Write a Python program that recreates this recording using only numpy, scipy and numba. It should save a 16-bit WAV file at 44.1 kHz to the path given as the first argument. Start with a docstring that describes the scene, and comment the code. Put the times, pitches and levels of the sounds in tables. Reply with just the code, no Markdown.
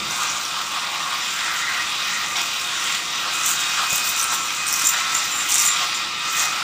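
"""The buzz of a rotary electric shaver, close up, working over a foamy face and neck.
Motor and gears whine through the shell, the shell shakes once a turn and the cutters chatter in their
guards. Foam crackles, stubble rasps, single hairs snap and the thin steel heads sing out now and then.
The hand bumps softly twice. A small tiled bathroom adds a short echo; a fan rumbles behind it all."""
import sys
import numpy as np
from scipy import signal
from scipy.fft import rfft, irfft
from scipy.io import wavfile
from scipy.ndimage import uniform_filter1d
from numba import njit

SR = 44100
rng = np.random.default_rng(int(sys.argv[2]) if len(sys.argv) > 2 else 0)


def to_wav(s):
    """Save 16-bit WAV."""
    ch = np.atleast_2d(s).T  # columns
    pcm = np.round(np.clip(ch, -1, 1) * 32767)  # PCM
    wavfile.write(sys.argv[1], SR, pcm.astype(np.int16))


N = 292383

# Tone colour of the fan (frequency [Hz], relative level [dB])
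FAN_SPECTRUM = [(26, -43), (45, -18.5), (64, -6.5), (108, -9), (145, -2), (219, -2), (255, -6), (324, -1.5),
                (447, -9), (544, -3.5), (631, -22), (700, -4.5), (910, -31), (1540, -120)]
# Fader ride on the fan (time [s], level [dB])
FAN_LEVEL = [(0.0, -37.5), (0.2, -45), (0.8, -47), (2.9, -45), (6.63, -45.5)]
# Knocks of the hand (time [s], level [dB], pitch [Hz])
HAND_BUMPS = [(3.927, -19, 171), (4.837, -23, 295)]
# Hairs snapping (time [s], peak before the low cut [dB], pitch [Hz])
HAIR_SNAPS = [(0.1087, -13.5, 6130), (0.2044, -18, 6460), (0.315, -18, 5800), (0.4504, -14, 5720),
              (2.368, -13, 5600), (2.597, -17, 5500), (3.469, -14, 6070), (3.904, -9.5, 6970),
              (3.9444, -21, 7240), (4.0704, -19, 7600), (4.091, -15, 8000), (4.163, -16, 7250),
              (4.1984, -11, 6030), (4.213, -8, 6070), (4.2275, -9, 8530), (4.2374, -18.5, 6900),
              (4.3211, -18, 7700), (4.6673, -12, 8350), (4.6793, -13, 8240), (4.739, -13, 6100),
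              (4.8514, -8, 7000), (4.869, -3, 7300), (4.8888, -12, 7100), (5.1477, -9.5, 6950),
              (5.1692, -12, 7200), (5.5197, -6, 5730), (5.55, -7.5, 6550), (5.5935, -8, 7360),
              (5.6108, -8, 7200), (5.6406, -13, 6900), (6.3953, -11, 6700)]
# Steady bed of foam crackle (time [s], level [dB])
FOAM_LEVEL = [(0, -38), (.12, -33), (.6, -36.5), (.88, -36.5), (1.25, -35), (2.3, -34), (2.75, -32.5),
              (3.28, -36), (3.36, -31), (4.4, -31), (4.6, -33), (5.4, -30), (5.8, -31), (6.15, -42),
              (6.3, -32.5), (6.63, -35.5)]
# The heads run into stubble (start [s], length [s], level [dB], offset for sizzle and fizz [dB])
STUBBLE_RASPS = [(0.095, 0.28, -37.5, -17), (0.727, 0.067, -39, -6), (2.358, 0.11, -38, -6),
                 (2.906, 0.093, -36, -3), (3.326, 0.026, -34, 6), (3.444, 0.073, -27, 10),
                 (3.584, 0.023, -27, 2), (3.884, 0.097, -28, 11), (4.033, .07, -24, 9), (4.16, .08, -30, 8),
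                 (4.314, 0.033, -28.5, 14), (4.666, 0.26, -24, 5.5), (5.11, 0.077, -26, -2),
                 (5.482, .2, -22.5, 6), (5.937, 0.026, -29, -4), (6.317, 0.14, -26, 6)]
# The steel heads sing out (start [s], length [s], level [dB])
HEAD_SQUEALS = [(1.2, 0.23, -39), (2.9, .05, -45), (3.33, 0.034, -43), (4.33, .1, -38),
                (4.85, 0.034, -20.5), (5.14, 0.029, -27), (5.31, 0.094, -29), (5.655, 0.021, -16.5),
                (5.94, 0.026, -32.5)]
# Resonances of the steel heads: ring, crackle, airy fizz, fine sizzle (centre [Hz], width [Hz], gain [dB])
HEAD_MODES = [(7150, 340, -1.3), (7470, 150, -1.3)]
CRACKLE_MODES = [(5780, 1140, 5.5), (7060, 2340, 5.5), (8010, 5800, -6)]
FIZZ_MODES = [(14550, 3100, 3), (13100, 1900, -7.5)]
SIZZLE_MODES = [(8740, 4500, 0)]
# Slight drift of the motor (time [s], speed [turns/s])
MOTOR_SPEED = [(0.0, 120.6), (0.25, 119.6), (1.0, 119.6), (1.25, 120.0), (2.75, 120.0), (3.25, 120.7),
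               (3.5, 120.5), (3.75, 119.9), (4.0, 120.4), (4.5, 120.65), (5.0, 119.9), (5.5, 119.8),
               (6.25, 120.55), (6.63, 119.7)]
# Fader rides on the whine (time [s], low motor [dB], high motor [dB], gears [dB], top gears [dB])
WHINE_LEVELS = [(0, -48, -47, -42, -52.5), (.28, -40, -44, -44, -52), (.58, -43, -34.5, -47, -63.5),
                (1.0, -45, -52, -54, -59), (1.35, -44, -42, -47, -46), (1.65, -40, -46, -42, -46),
                (2.05, -35, -46, -38, -54), (2.45, -43, -40, -43, -44), (3.1, -39, -48, -52, -39),
                (3.4, -38, -35, -33, -51), (3.65, -41, -44, -43, -36.5), (4.0, -52, -49, -32.5, -51),
                (4.3, -33, -31, -43, -58), (4.62, -42, -48, -33, -55), (5.12, -39, -29.5, -49, -48),
                (5.55, -37, -46, -42, -44.5), (5.85, -36, -32.5, -42, -37), (6.15, -38, -38, -40.5, -42),
                (6.45, -37, -35, -35, -54), (6.63, -42, -34.5, -47, -57)]
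# The rattle rises as the head presses into the skin
# (time [s], low shell [dB], upper shell [dB], mid and high guards [dB], low guard [dB])
RATTLE_LEVELS = [(0, -36, -39, -30, -37), (.25, -29, -30, -29, -38), (.5, -34.5, -37, -31, -40.5),
                 (1.15, -30.5, -35, -29.5, -34.5), (1.32, -36.5, -35, -30.5, -38),
                 (1.46, -33.5, -30.5, -29, -29), (1.78, -33, -29.5, -29, -29),
                 (1.95, -35.5, -36.5, -29, -40.5), (2.15, -35, -30, -27, -27.5),
                 (2.3, -35, -36.5, -32, -36), (2.56, -36, -37, -30, -39.5),
                 (2.85, -33.5, -32.5, -27.5, -33), (3.1, -36, -38.5, -29.5, -37),
                 (3.5, -33.5, -30.5, -27, -35), (4.15, -33, -32.5, -28, -37),
                 (4.55, -35.5, -34.5, -30, -37), (5.15, -33, -30.5, -27, -31),
                 (5.3, -36, -34.5, -29, -34.5), (5.75, -33, -32, -25, -31),
                 (6.11, -38.5, -40, -29.5, -36.5), (6.4, -34, -32, -27.5, -30), (6.63, -31, -32, -29, -34)]
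# The head catches on the skin (start [s], length [s], added shake [dB], added chatter [dB])
SKIN_CATCHES = [(.55, .06, 1, -9), (0.748, .04, 1, -0.5), (0.932, 0.026, 2, -2), (1.378, 0.034, 1.5, 0),
                (2.345, 0.067, 3.5, 6), (2.864, .1, -2.5, 0), (3.22, .05, 0, -16), (3.764, 0.074, 4.5, -7),
                (4.314, 0.023, 3, -4), (4.926, 0.014, 7, 2), (5.801, 0.044, 4, -4), (6.382, .08, 0, -9)]
# Resonances of the shell, the body of the buzz (centre [Hz], width [Hz], gain [dB])
DEEP_SHELL = [(774, 360, -0.5), (953, 126, 4)]
LOW_SHELL = [(1155, 242, -1.5), (1246, 206, -3.5)]
UPPER_SHELL = [(1358, 178, 10), (1615, 270, 2.5)]
# Resonances of the cutter guards, the edge of the buzz (centre [Hz], width [Hz], gain [dB])
LOW_GUARD = [(1855, 175, -0.64), (2050, 168, -0.36)]
MID_GUARD = [(2365, 560, 0.3), (3110, 1340, -1)]
HIGH_GUARD = [(3540, 530, -1), (3715, 310, 1), (3975, 540, -5), (4814, 1870, -6)]
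# Partials of the whine: pitches [multiples of motor speed] and their gains [dB]
LOW_ORDERS, LOW_GAINS_DB = (5, 6, 7, 8, 9, 10), (-28, -14.5, -15, -11.5, -9.5, -4)
HIGH_ORDERS, HIGH_GAINS_DB = (11, 12), (2, -24)
GEAR_ORDERS, GEAR_GAINS_DB = (10.42, 15.48, 16.15, 16.78, 20.85), (-4.5, -16, -19, -12.5, -1)
TOP_ORDERS, TOP_GAINS_DB = (28.3, 31.15), (-5.5, 0)

CUTTER_GEARING = .325  # cutter turns per motor turn


def undb(db):
    """Decibels to gain."""
    return 10 ** (np.asarray(db) / 20)


def rms(x):
    """Average signal strength."""
    return np.sqrt(np.mean(x ** 2))


def unit_rms(x):
    """Normalise to an rms of 1."""
    return x / rms(x)


def curves(table):
    """One fader curve per column, in straight lines between the time points."""
    times, *columns = np.transpose(table)
    return [np.interp(np.arange(N) / SR, times, column) for column in columns]


def swells(events, attack_s, release_s):
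    """Summed power envelope of events that rise, hold and die away."""
    t = np.arange(N) / SR
    power = 0
    for start, hold, db in events:
        rise = np.clip((t - start) / attack_s, 0, 1)
        fall = np.exp(-np.clip(t - start - hold, 0, 9) / release_s)
        power += (undb(db) * rise * fall) ** 2
    return power


def wander(rate_hz):
    """Smooth random modulation with a spread near 1."""
    hold = int(SR / rate_hz)
    steps = np.repeat(rng.standard_normal(N // hold + 1), hold)
    return 1.3 * uniform_filter1d(uniform_filter1d(steps, hold), hold)[:N]


def throb(speed, depth):
    """Tremolo that swells once a turn."""
    turns = np.cumsum(speed) / SR
    return np.exp(depth * np.cos(2 * np.pi * turns))


def grains(per_s, spread_db):
    """Random clicks, most small and a few larger."""
    hits = rng.random(N) < per_s / SR
    sizes = undb(spread_db * np.minimum(rng.exponential(1, N), 3))
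    return unit_rms(hits * sizes * np.tanh(rng.standard_normal(N)))


@njit
def bandpass(x, hz, width_hz):
    """State-variable band-pass with gain 1 at the centre."""
    y, band_state, low_state = np.empty(len(x)), 0., 0.
    g, damping = np.tan(np.pi * hz / SR), width_hz / hz
    for i in range(len(x)):
        band = (band_state + g * (x[i] - low_state)) / (1 + g * (g + damping))
        band_state = 2 * band - band_state
        low_state += 2 * g * band
        y[i] = damping * band
    return y


@njit
def repeat_turns(x, speed, feedback):
    """Comb filter: each turn replays a share of the turn before."""
    y = x.copy()
    for i in range(len(x)):
        turn_ago = i - int(SR / speed[i])
        if turn_ago >= 0:
            y[i] += feedback * y[turn_ago]
    return y


def ring(x, modes, sway_db, sway_hz):
    """Steep resonances whose strength sways as grip and angle change; comes out at an rms of 1."""
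    out = 0
    for k, (hz, width, db) in enumerate(modes):
        resonance = bandpass(bandpass(x, hz, width), hz, width)
        out += (-1) ** k * undb(db + sway_db * wander(sway_hz)) * resonance
    return unit_rms(out)


def tones(turns, orders, gains_db, sway_db, slip_cycles):
    """Sines locked to the motor, each wavering in level and phase."""
    out = 0
    for order, db in zip(orders, gains_db):
        amplitude = np.sqrt(2) * undb(db + sway_db * wander(9))
        out += amplitude * np.sin(2 * np.pi * (order * turns + slip_cycles * wander(12)))
    return out


def fan():
    """The extractor fan lays a low bed of rumbling noise."""
    hz, db = np.transpose(FAN_SPECTRUM)
    bins_hz = np.arange(N // 2 + 1) * SR / N + 1
    colour = undb(np.interp(np.log(bins_hz), np.log(hz), db))
    rumble = irfft(rfft(rng.standard_normal(N)) * colour, N)
    return undb(curves(FAN_LEVEL)[0]) * unit_rms(rumble)


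def tile_echo(x, t60_s=.17, wet_db=-9.5, predelay_s=.003):
    """The tiled walls throw back a short, dense echo."""
    t = np.arange(SR // 2) / SR
    tail = rng.standard_normal(len(t)) * np.exp(-np.log(1000) * t / t60_s) * (t > predelay_s)
    return undb(wet_db) * signal.fftconvolve(x, tail / np.sqrt(np.sum(tail ** 2)))[:N]


def hand_bumps(edge_hz=600):
    """The hand knocks softly: a low thud with a brief higher edge."""
    t, out = np.arange(N) / SR, 0
    for start, db, hz in HAND_BUMPS:
        age = np.clip(t - start, 0, 1)
        thud = np.sin(2 * np.pi * hz * age) * (1 - np.exp(-age / .003)) * np.exp(-age / .0049)
        edge = .5 * np.sin(2 * np.pi * edge_hz * age) * np.exp(-age / .0042)
        out += undb(db) * (thud + edge)
    return out


def hair_snaps(hiss_db=-11.5, low_cut_hz=4500):
    """Single hairs snap: a short gritty ping with a bright hiss."""
    out, t = np.zeros(N + SR), np.arange(SR // 20) / SR
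    envelope = (1 - np.exp(-t / .00017)) * np.exp(-t / .005)
    for start, db, hz in HAIR_SNAPS:
        grit, air = rng.standard_normal((2, len(t)))
        ping = np.sin(2 * np.pi * hz * t) * (1 + 2.5 * uniform_filter1d(grit, size=20))
        hiss = undb(hiss_db) * np.diff(air, prepend=0) * np.exp(-t / .006)
        snap = envelope * (ping + hiss)
        out[int(start * SR):][:len(t)] += undb(db) * snap / np.max(np.abs(snap))
    return signal.sosfilt(signal.butter(3, low_cut_hz, "high", fs=SR, output="sos"), out[:N])


def steel_heads(cutting_gain, follow_db=-14):
    """The thin steel heads ring along with the cutting and sing out in brief squeals."""
    squeals = np.sqrt(swells(HEAD_SQUEALS, attack_s=.0062, release_s=.036))
    steel = ring(rng.standard_normal(N), HEAD_MODES, sway_db=.62, sway_hz=22)
    return (squeals + undb(follow_db) * cutting_gain) * steel


def foam_and_stubble(speed, sizzle_db=-16, fizz_db=-12):
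    """Foam crackles at the slots, stubble rasps in gritty bursts, and both ring the steel heads."""
    foam = undb(curves(FOAM_LEVEL)[0])
    start, hold, rasp_db, offset_db = np.transpose(STUBBLE_RASPS)
    rasp, bright_rasp = (np.sqrt(swells(zip(start, hold, db), attack_s=.014, release_s=.011))
                         for db in (rasp_db, rasp_db + offset_db))
    # each caught hair scrapes for about two milliseconds
    scrapes = unit_rms(uniform_filter1d(np.abs(grains(per_s=140, spread_db=3.5)), size=90))
    pulse = throb(CUTTER_GEARING * speed, depth=.07)
    body_gain, top_gain = (pulse * (foam * (1 + .15 * scrapes) + stubble * (.32 + .36 * scrapes))
                           for stubble in (rasp, bright_rasp))
    grit = rng.standard_normal(N) + .5 * grains(per_s=1000, spread_db=1.1)
    froth = grit + .52 * grains(per_s=220, spread_db=3.5)  # foam bubbles pop on top
    heads = steel_heads(foam + rasp)
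    crackle = rms(body_gain) * ring(body_gain * grit, CRACKLE_MODES, sway_db=1.98, sway_hz=25)
    sizzle = rms(top_gain) * ring(top_gain * froth, SIZZLE_MODES, sway_db=1.7, sway_hz=23)
    fizz = rms(top_gain) * ring(top_gain * froth, FIZZ_MODES, sway_db=1.8, sway_hz=25)
    return crackle + heads + undb(sizzle_db) * sizzle + undb(fizz_db) * fizz


def motor_whine(speed):
    """Motor and gear tones pass through the shell; the gear teeth run rougher."""
    low, high, gears, top = undb(curves(WHINE_LEVELS))
    turns = np.cumsum(speed) / SR
    return (low * tones(turns, LOW_ORDERS, LOW_GAINS_DB, sway_db=1.5, slip_cycles=.03)
            + high * tones(turns, HIGH_ORDERS, HIGH_GAINS_DB, sway_db=1.5, slip_cycles=.03)
            + gears * tones(turns, GEAR_ORDERS, GEAR_GAINS_DB, sway_db=2, slip_cycles=.09)
            + top * tones(turns, TOP_ORDERS, TOP_GAINS_DB, sway_db=3, slip_cycles=.8))


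def shell_and_cutters(speed, flutter_db=.74):
    """The shell shakes once a motor turn; the cutters chatter in their guards, alike from turn to turn."""
    low_db, upper_db, guard_db, low_guard_db = curves(RATTLE_LEVELS)
    cutter_speed = CUTTER_GEARING * speed
    shake = throb(speed, depth=.23) * rng.standard_normal(N)
    grit = rng.standard_normal(N) + .5 * grains(per_s=1500, spread_db=2.2)
    chatter = throb(cutter_speed, depth=.1) * grit
    # the rattle jumps where the head catches on the skin
    start, hold, *added_db = np.transpose(SKIN_CATCHES)
    jolt, scrape = (np.sqrt(1 + swells(zip(start, hold, db), attack_s=.013, release_s=.014))
                    for db in added_db)
    shake = jolt * repeat_turns(shake, speed, feedback=.28)
    chatter = scrape * repeat_turns(chatter, cutter_speed, feedback=.22)
    layers = [(low_db - 5.5, shake, DEEP_SHELL), (low_db, shake, LOW_SHELL),
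              (upper_db, shake, UPPER_SHELL), (low_guard_db, chatter, LOW_GUARD),
              (guard_db - 1.5, chatter, MID_GUARD), (guard_db, chatter, HIGH_GUARD)]
    flutter = undb(flutter_db * wander(24))
    return flutter * sum(undb(db) * ring(drive, modes, sway_db=.9, sway_hz=16)
                         for db, drive, modes in layers)


def scene():
    """Mono mix: the shaver up front, its echo, the fan and two soft bumps of the hand."""
    speed, = curves(MOTOR_SPEED)
    shaver = motor_whine(speed) + shell_and_cutters(speed) + foam_and_stubble(speed) + hair_snaps()
    return (shaver + tile_echo(shaver) + fan() + hand_bumps())[None]


def record(dry, notch_hz=11230, width_hz=500, leak=.04, rolloff_hz=15280, cutoff_hz=15800):
    """The microphone port carves a deep notch in the treble; the top end is cut in two steps."""
    b, a = signal.iirnotch(notch_hz, notch_hz / width_hz, fs=SR)
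    notched = signal.lfilter(b, a, signal.lfilter(b, a, dry))
    out = (1 - leak) * notched + leak * dry
    out = signal.sosfilt(signal.ellip(8, .3, 27, rolloff_hz, fs=SR, output="sos"), out)
    return signal.sosfilt(signal.ellip(12, .3, 80, cutoff_hz, fs=SR, output="sos"), out)


dry = scene()
out = record(dry)
to_wav(out)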